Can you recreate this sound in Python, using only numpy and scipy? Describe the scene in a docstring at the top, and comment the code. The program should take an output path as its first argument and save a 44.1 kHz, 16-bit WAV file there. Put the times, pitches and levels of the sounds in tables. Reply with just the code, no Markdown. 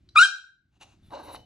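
"""Small dog's yelp and a pet door

A step from a phone in a hard-floored room, a claw ticks and a small dog yelps once: overtones of the fold pitch
rise like a whistle and slip into period doubling halfway; overload splatters in low noise. Later a plastic pet-
door flap is brushed and dragged over fur (coloured grains), knocked (ringing modes), its hinge squeaks and the
dog's collar tag rings (wavering tones). Filtered noise makes the room's answer and a low rumble with hiss."""
import sys
import numpy as np
from scipy import signal
from scipy.fft import rfft, irfft, next_fast_len
from scipy.io import wavfile
from scipy.ndimage import uniform_filter1d, map_coordinates

SR = 44100
rng = np.random.default_rng(int(sys.argv[2]) if len(sys.argv) > 2 else 0)


def digitize_waveform(pressure):
    """Quantize a signal to 16-bit integers and store it at the path in sys.argv[1].

    Rows of a 2-D input are taken as channels; values are limited to [-1, 1].
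    """
    field = np.atleast_2d(pressure).T
    bounded = np.clip(field, -1, 1)
    quanta = np.round(bounded * 32767).astype(np.int16)
    wavfile.write(sys.argv[1], SR, quanta)


def volts_from_db(level):
    """Convert decibel levels to linear amplitude ratios."""
    exponent = np.asarray(level, float) / 20
    return 10 ** exponent


N = 63945  # length in samples


def unit(x):
    """Scales x to rms 1."""
    return x / np.sqrt(np.mean(x ** 2) + 1e-20)


def along(points, hz):
    """Reads (hz, value) points on a log frequency axis."""
    f, v = np.transpose(points)
    return np.interp(np.log(hz + 1), np.log(f + 1), v)


def curves(rows):
    """Gives one value per sample for each column after the time."""
    s, *cols = np.transpose(rows)
    return [np.interp(np.arange(N) / SR, s, c) for c in cols]


def wobble(rate):
    """A smooth random curve with rate knots a second."""
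    knots = rng.standard_normal(int(N * rate / SR) + 4)
    return map_coordinates(knots, [np.arange(N) * rate / SR])


def filtered(x, response):
    """Multiplies the spectrum of x by a complex response of frequency."""
    m = next_fast_len(N + 8192)
    return irfft(rfft(x, m) * response(np.fft.rfftfreq(m, 1 / SR)), m)[..., :N]


def coloured(x, colour):
    """Filters x by a colour of (hz, level_db) points."""
    return filtered(x, lambda hz: volts_from_db(along(colour, hz)))


def spread(pair, alike, colour):
    """Mixes two unrelated signals until left and right are as alike as asked, and colours them."""
    def mid_side(hz):
        turn = np.arccos(np.clip(along(alike, hz), -1, 1)) / 2
        return volts_from_db(along(colour, hz)) * [np.cos(turn), np.sin(turn)]

    mid, side = filtered(pair, mid_side)
    return np.array([mid + side, mid - side])


def ports(x):
    """The two microphone ports hear one sound with different phase and strength."""
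    # left over right: hz, balance_db
    port_balance = [(150, -3.5), (400, -1.5), (1400, 2), (2800, 2.4), (5600, 0.5), (9000, 0)]
    # how far the left port lags the right: hz, lag_rad
    port_lag = [(40, 0.05), (150, .4), (350, 0.37), (700, 1.2), (1400, .4), (2600, 1.1), (5000, 0.68),
                (8500, 0.82), (11200, 2), (12300, np.pi)]

    def half(hz):
        return volts_from_db(along(port_balance, hz) / 2) * np.exp(-.5j * along(port_lag, hz))

    return filtered(x, lambda hz: np.array([half(hz), 1 / half(hz)]))


def grains(colour):
    """Friction: sparse random slips of uneven size over steady noise, coloured; rms 1."""
    grains_per_s, spread_db = 740, 2
    slips = (rng.random(N) < grains_per_s / SR) * volts_from_db(spread_db * rng.exponential(size=N))
    mix = unit(slips * rng.standard_normal(N)) + 2.15 * rng.standard_normal(N)
    return unit(coloured(mix, colour))


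def strikes(events, modes):
    """Each blow rings the modes anew, with slightly different strengths and wandering phases."""
    contact_s = .0004  # time constant of a blow's rise
    wander_rad = 1.1  # phase wander per sample, times pitch over sample rate
    out, t = np.zeros(N + SR), np.arange(SR // 2) / SR
    for s, db in events:
        ring = np.zeros(len(t))
        for hz, level, t60 in modes:
            decay = volts_from_db(level + rng.normal(0, 1.5) - 60 * t / t60)
            wander = np.cumsum(rng.normal(0, wander_rad * hz / SR, len(t)))
            ring += decay * np.sin(2 * np.pi * hz * t + wander)
        out[round(s * SR):][:len(t)] += volts_from_db(db) * ring * (1 - np.exp(-t / contact_s))
    return out[:N]


def background():
    """Low room rumble and a faint hiss, both noise, swell and sink together."""
    # shared swell: time_s, level_db
    swell = [(0.0, -64), (0.184, -59.5), (0.23, -80), (0.584, -78), (0.84, -63), (1.008, -60), (1.086, -54),
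             (1.186, -59.5), (1.288, -56), (1.348, -58.5), (1.404, -55.5), (1.45, -63.5)]
    # rumble spectrum: hz, density_db (per Hz)
    rumble_colour = [(12, -42.5), (20, -9), (101, 0), (140, -7), (369, -14.5), (441, -31.5), (700, -28.5),
                     (1000, -60)]
    # left-right likeness of the rumble: hz, likeness (-1 to 1)
    rumble_alike = [(30, 1), (100, 0.93), (250, 1), (600, 0.29)]
    # hiss spectrum: hz, density_db (per Hz)
    hiss_colour = [(400, -9), (1500, -0.5), (4000, -3.5), (8000, -15.5), (15500, -26)]
    hiss_db = -18  # under the rumble
    level_db, = curves(swell)
    rumble = unit(spread(rng.standard_normal((2, N)), rumble_alike, rumble_colour))
    rumble = rumble * volts_from_db(.8 * wobble(14))
    hiss = unit(ports(coloured(rng.standard_normal(N), hiss_colour)))
    return volts_from_db(level_db) * (rumble + volts_from_db(hiss_db) * hiss)


def claw_tick():
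    """A claw meets the hard floor and rings a few short, mostly high modes."""
    # ticks: time_s, level_db
    ticks = [(0.0895, -48)]
    # ringing modes: hz, level_db, t60_s
    claw = [(4000, 1, 0.035), (4500, -4, .025), (5800, -10.5, .03), (3250, -16, .03), (1446, -16.5, 0.018)]
    return strikes(ticks, claw)


def room(x):
    """The room's answer: decaying noise in which each frequency dies at its own speed."""
    # decay times: hz, t60_s
    decay = [(800, 0.36), (1200, .27), (1550, 0.46), (2400, 0.36), (4000, .39), (12000, .28)]
    # colour of the answer: hz, level_db
    room_colour = [(800, 7), (1200, -11), (1550, -4.5), (2450, -8), (3200, -5), (4000, -1), (5600, 5.5),
                   (12000, -5.5)]
    # left-right likeness: hz, likeness (-1 to 1)
    room_alike = [(300, 1), (700, .4), (1500, 0.48), (5000, 0.27), (9000, 0.46)]
    gap_s = 0.011  # before the answer starts
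    hz, t, z = signal.stft(rng.standard_normal((2, N)), SR, nperseg=256)
    fading = z * volts_from_db(-60 * t / along(decay, hz)[:, None])
    pair = signal.istft(fading, SR, nperseg=256)[1][:, :N]
    tail = spread(pair / np.linalg.norm(pair[0]), room_alike, room_colour)
    late = np.pad(x, (round(gap_s * SR), 0))[None]
    return signal.fftconvolve(late, tail, axes=1)[:, :N]


def bark():
    """Fold overtones and lines halfway between, weighed by the throat; breath pulses with the folds."""
    # the yelp: time_s, pitch_hz, level_db, brightness_db (per octave), period_doubling_db, breathiness_db
    yelp = [(.15, 1314, -59.5, -24.5, -54, -10.5), (.157, 1343, -27, -20.5, -59.5, -14.5),
            (.16, 1378, -12, -7.5, -49.5, -30.5), (.164, 1201, -13, -6, -51.5, -35),
            (.168, 1200, -14, -1, -52.5, -37.5), (.174, 1202, -10, 1.5, -51, -39.5),
            (.182, 1264, -14.5, 3, -48, -38.5), (.19, 1330, -6, 1, -43, -39.5),
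            (.2, 1436, -10.5, 0.5, -20, -41), (.216, 1435, -9, 0.5, -8.5, -41.5),
            (.226, 1513, -7, -1, -2.5, -34), (.236, 1600, -11.5, -2.5, -7, -23),
            (.242, 1608, -17, 0.5, -2, -27.5), (.258, 1577, -17, 1, -11.5, -16.5),
            (.267, 1560, -35, -28, -27.5, -16), (.274, 1546, -72.5, -2.5, -16.5, -19.5)]
    # throat and open mouth: hz, gain_db
    throat = [(500, -44), (760, -37), (1200, -2.5), (1600, -2), (2000, -34.5), (2290, -17.5), (2430, -1),
              (2690, -20), (2830, -9), (2960, -37), (3190, -7), (3450, -22), (3700, -11), (4030, -13.5),
              (4400, -24.5), (4620, -38.5), (4950, -21), (5370, -37.5), (5700, -24.5), (6050, -42.5),
              (6600, -31.5), (7150, -30), (7450, -39), (8000, -28.5), (8600, -36), (9100, -36.5),
              (9800, -45.5), (10800, -37.5), (11900, -72)]
    # colour of the halfway lines: hz, gain_db
    halfway = [(800, -4.5), (2150, 3.5), (2400, -17.5), (3600, -1), (5200, 7.5)]
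    # breath noise ahead of the throat: hz, density_db (per Hz)
    breath_colour = [(400, -49.5), (600, -24), (1000, -9), (1500, -14.5), (1950, -33.5), (2400, -7),
                     (4000, -5), (5600, -3), (8000, -11), (11500, -16.5), (14000, -26), (15500, -90)]
    jitter, jitter_rate, shimmer_db = .0025, 150, 1.6  # share of pitch; knots a second; dB per octave
    turn_rad = 1  # phase step per line
    breath_shaped = .35  # share of the throat's dB that the breath takes on

    hz, db, bright_db, half_db, breath_db = curves(yelp)
    hz = hz * (1 + jitter * wobble(jitter_rate))
    phase = np.pi * np.cumsum(hz) / SR  # runs at half the fold pitch
    voice = np.zeros(N)
    for k in range(1, 19):  # even k: overtones; odd k: halfway lines
        line_hz = hz * k / 2
        octaves = max(np.log2(k / 2), 0)
        weight_db = along(throat, line_hz) + octaves * (bright_db + shimmer_db * wobble(140))
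        if k % 2:
            weight_db = weight_db + half_db + along(halfway, line_hz)
        voice -= volts_from_db(weight_db) * np.cos(k * (phase + turn_rad))

    pulsing = rng.standard_normal(N) * (1 + np.cos(2 * phase))
    breath = unit(filtered(
        pulsing, lambda f: volts_from_db(along(breath_colour, f) + breath_shaped * along(throat, f))))
    return volts_from_db(db) * (db > -59) * (np.sqrt(2) * voice + volts_from_db(breath_db) * breath)


def splatter():
    """Overload splatter: two brief bursts of low noise where the loud bark distorts at the microphone."""
    # bursts: time_s, level_db
    burst_times = [(.179, -35), (0.192, -35)]
    # burst spectrum: hz, density_db (per Hz)
    splatter_colour = [(60, -31), (300, -21), (900, 1.5), (1800, -2.5), (2300, -31)]
    half_length_s = 0.0019
    t = np.arange(N) / SR
    bursts = sum(volts_from_db(db) * np.exp(-.5 * ((t - s) / half_length_s) ** 2) for s, db in burst_times)
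    return bursts * unit(coloured(rng.standard_normal(N), splatter_colour))


def flap_brush():
    """A short brush against the frame: friction grains that swell and fade."""
    # the brush: time_s, level_db
    strokes = [(0.72, -85), (0.772, -73), (0.788, -96), (0.812, -50.5), (0.832, -48.5), (0.852, -64.5),
               (0.934, -67), (1.0, -92)]
    # brush spectrum: hz, density_db (per Hz)
    brush_colour = [(180, -28), (300, -10.5), (500, -16.5), (744, -4), (2070, -19), (2830, -3), (3020, -16),
                    (3940, -12), (5300, -25.5), (6500, -15), (8700, -29.5), (11100, -24), (15000, -43.5)]
    t = np.arange(N) / SR
    level_db, = curves(strokes)
    sounding = (t > strokes[0][0]) * (t < strokes[-1][0])
    return sounding * volts_from_db(level_db) * grains(brush_colour)


def flap_knocks():
    """The flap is knocked and its plastic rings in a few short modes."""
    # knocks: time_s, level_db
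    knocks = [(.8125, -48.5), (1.1065, -42.5), (1.347, -31)]
    # ringing modes: hz, level_db, t60_s
    flap = [(855, -0.5, 0.013), (1054, 4, 0.0071), (1800, -7.5, 0.011), (3866, -8.5, 0.017)]
    return strikes(knocks, flap)


def shifting(x):
    """The flap's resonances come and go as it bends: patches of spectrum swell and fade; rms 1."""
    shift_db = 3  # rms
    z = signal.stft(x, nperseg=512)[2]
    field = uniform_filter1d(rng.standard_normal(z.shape), size=2, axis=0)
    field = uniform_filter1d(field, size=7, axis=1)
    return unit(signal.istft(z * volts_from_db(shift_db * unit(field)), nperseg=512)[1][:N])


def flap_drag():
    """The flap drags over the dog: friction grains as dull body, bright scrape and fur hiss."""
    # the drag: time_s, body_db, scrape_db, fur_db (the fur is lifted 4.5 dB below)
    strokes = [(1.01, -105, -104, -113), (1.03, -80, -85, -81.5), (1.064, -85, -73, -79),
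               (1.092, -99, -99, -85.5), (1.11, -49, -66, -76.5), (1.134, -40.5, -55.5, -73),
               (1.15, -43.5, -49, -76), (1.174, -40, -57, -77), (1.184, -46.5, -55, -76),
               (1.202, -43.5, -56.5, -74), (1.224, -49.5, -59, -79), (1.238, -48, -59.5, -63.5),
               (1.264, -52, -57.5, -61), (1.29, -43, -53, -71), (1.312, -45, -56, -68),
               (1.334, -54, -54.5, -55.5), (1.348, -47.5, -50.5, -57), (1.36, -53, -46.5, -61),
               (1.372, -54, -60.5, -76), (1.45, -81.5, -80, -99)]
    # dull body spectrum: hz, density_db (per Hz)
    body_colour = [(120, -60), (200, -21), (300, -4.5), (406, -14), (540, 0.5), (680, -6), (950, -0.5),
                   (1150, -9), (1370, -15), (1620, -12), (1800, -36), (5720, -120)]
    # bright scrape spectrum: hz, density_db (per Hz)
    scrape_colour = [(1180, -34), (2000, -8.5), (2540, -11.5), (2920, -3.5), (3310, -22), (3850, -1),
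                     (4200, -3.5), (4860, -19), (6330, -15.5), (6820, -39), (7310, -20.5), (14000, -88)]
    # fur hiss spectrum: hz, density_db (per Hz)
    fur_colour = [(5290, -28), (9000, -12.5), (9400, -33.5), (10400, 0), (11200, 0.5), (13000, -3),
                  (13100, -58)]
    body_db, scrape_db, fur_db = curves(strokes)
    body = volts_from_db(body_db) * shifting(grains(body_colour))
    scrape = volts_from_db(scrape_db + 0.9 * wobble(90)) * grains(scrape_colour)
    fur = volts_from_db(fur_db + 4.5 + 1.9 * wobble(50.34)) * grains(fur_colour)
    return (np.arange(N) / SR > strokes[0][0]) * (body + scrape + fur)


def squeak_and_tag():
    """A thin hinge squeak, then the dog's collar tag ringing: short whistles that waver in pitch and flutter in
    level."""
    # hinge squeak, then collar-tag rings: start_s, length_s, pitch_hz, level_db, waver (share of pitch)
    squeaks = [(1.027, 0.074, 3560, -70, .03), (1.355, .014, 3000, -52, .02), (1.361, .09, 3010, -63, .006)]
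    edge_s, flutter_db = .004, 2
    t, out = np.arange(N) / SR, np.zeros(N)
    for s, length, hz, db, waver in squeaks:
        gate = np.clip(np.minimum(t - s, s + length - t) / edge_s, 0, 1)
        level = volts_from_db(db + flutter_db * wobble(60.7))
        phase = 2 * np.pi * np.cumsum(hz * (1 + waver * wobble(230))) / SR
        out += gate * level * np.sin(phase)
    return out


def scene():
    """Dog and pet door, direct and through the room, with dry splatter, over the background."""
    dog_room_db, door_room_db = -7.5, -13.5  # sends into the room
    dog = claw_tick() + bark()
    door = flap_brush() + flap_knocks() + flap_drag() + squeak_and_tag()
    wet = room(volts_from_db(dog_room_db) * dog + volts_from_db(door_room_db) * door)
    return ports(dog + splatter() + door + wet) + background()


def roll_off(x):
    """The treble ends steeply here."""
    return signal.sosfilt(signal.butter(12, 15770, fs=SR, output="sos"), x)


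def record(dry):
    """A soft ceiling rounds off the peaks."""
    ceiling, knee = .97, 10  # of full scale; higher knee bends more sharply
    mix = dry / (1 + np.abs(dry / ceiling) ** knee) ** (1 / knee)
    return roll_off(mix)


dry = scene()
out = record(dry)
digitize_waveform(out)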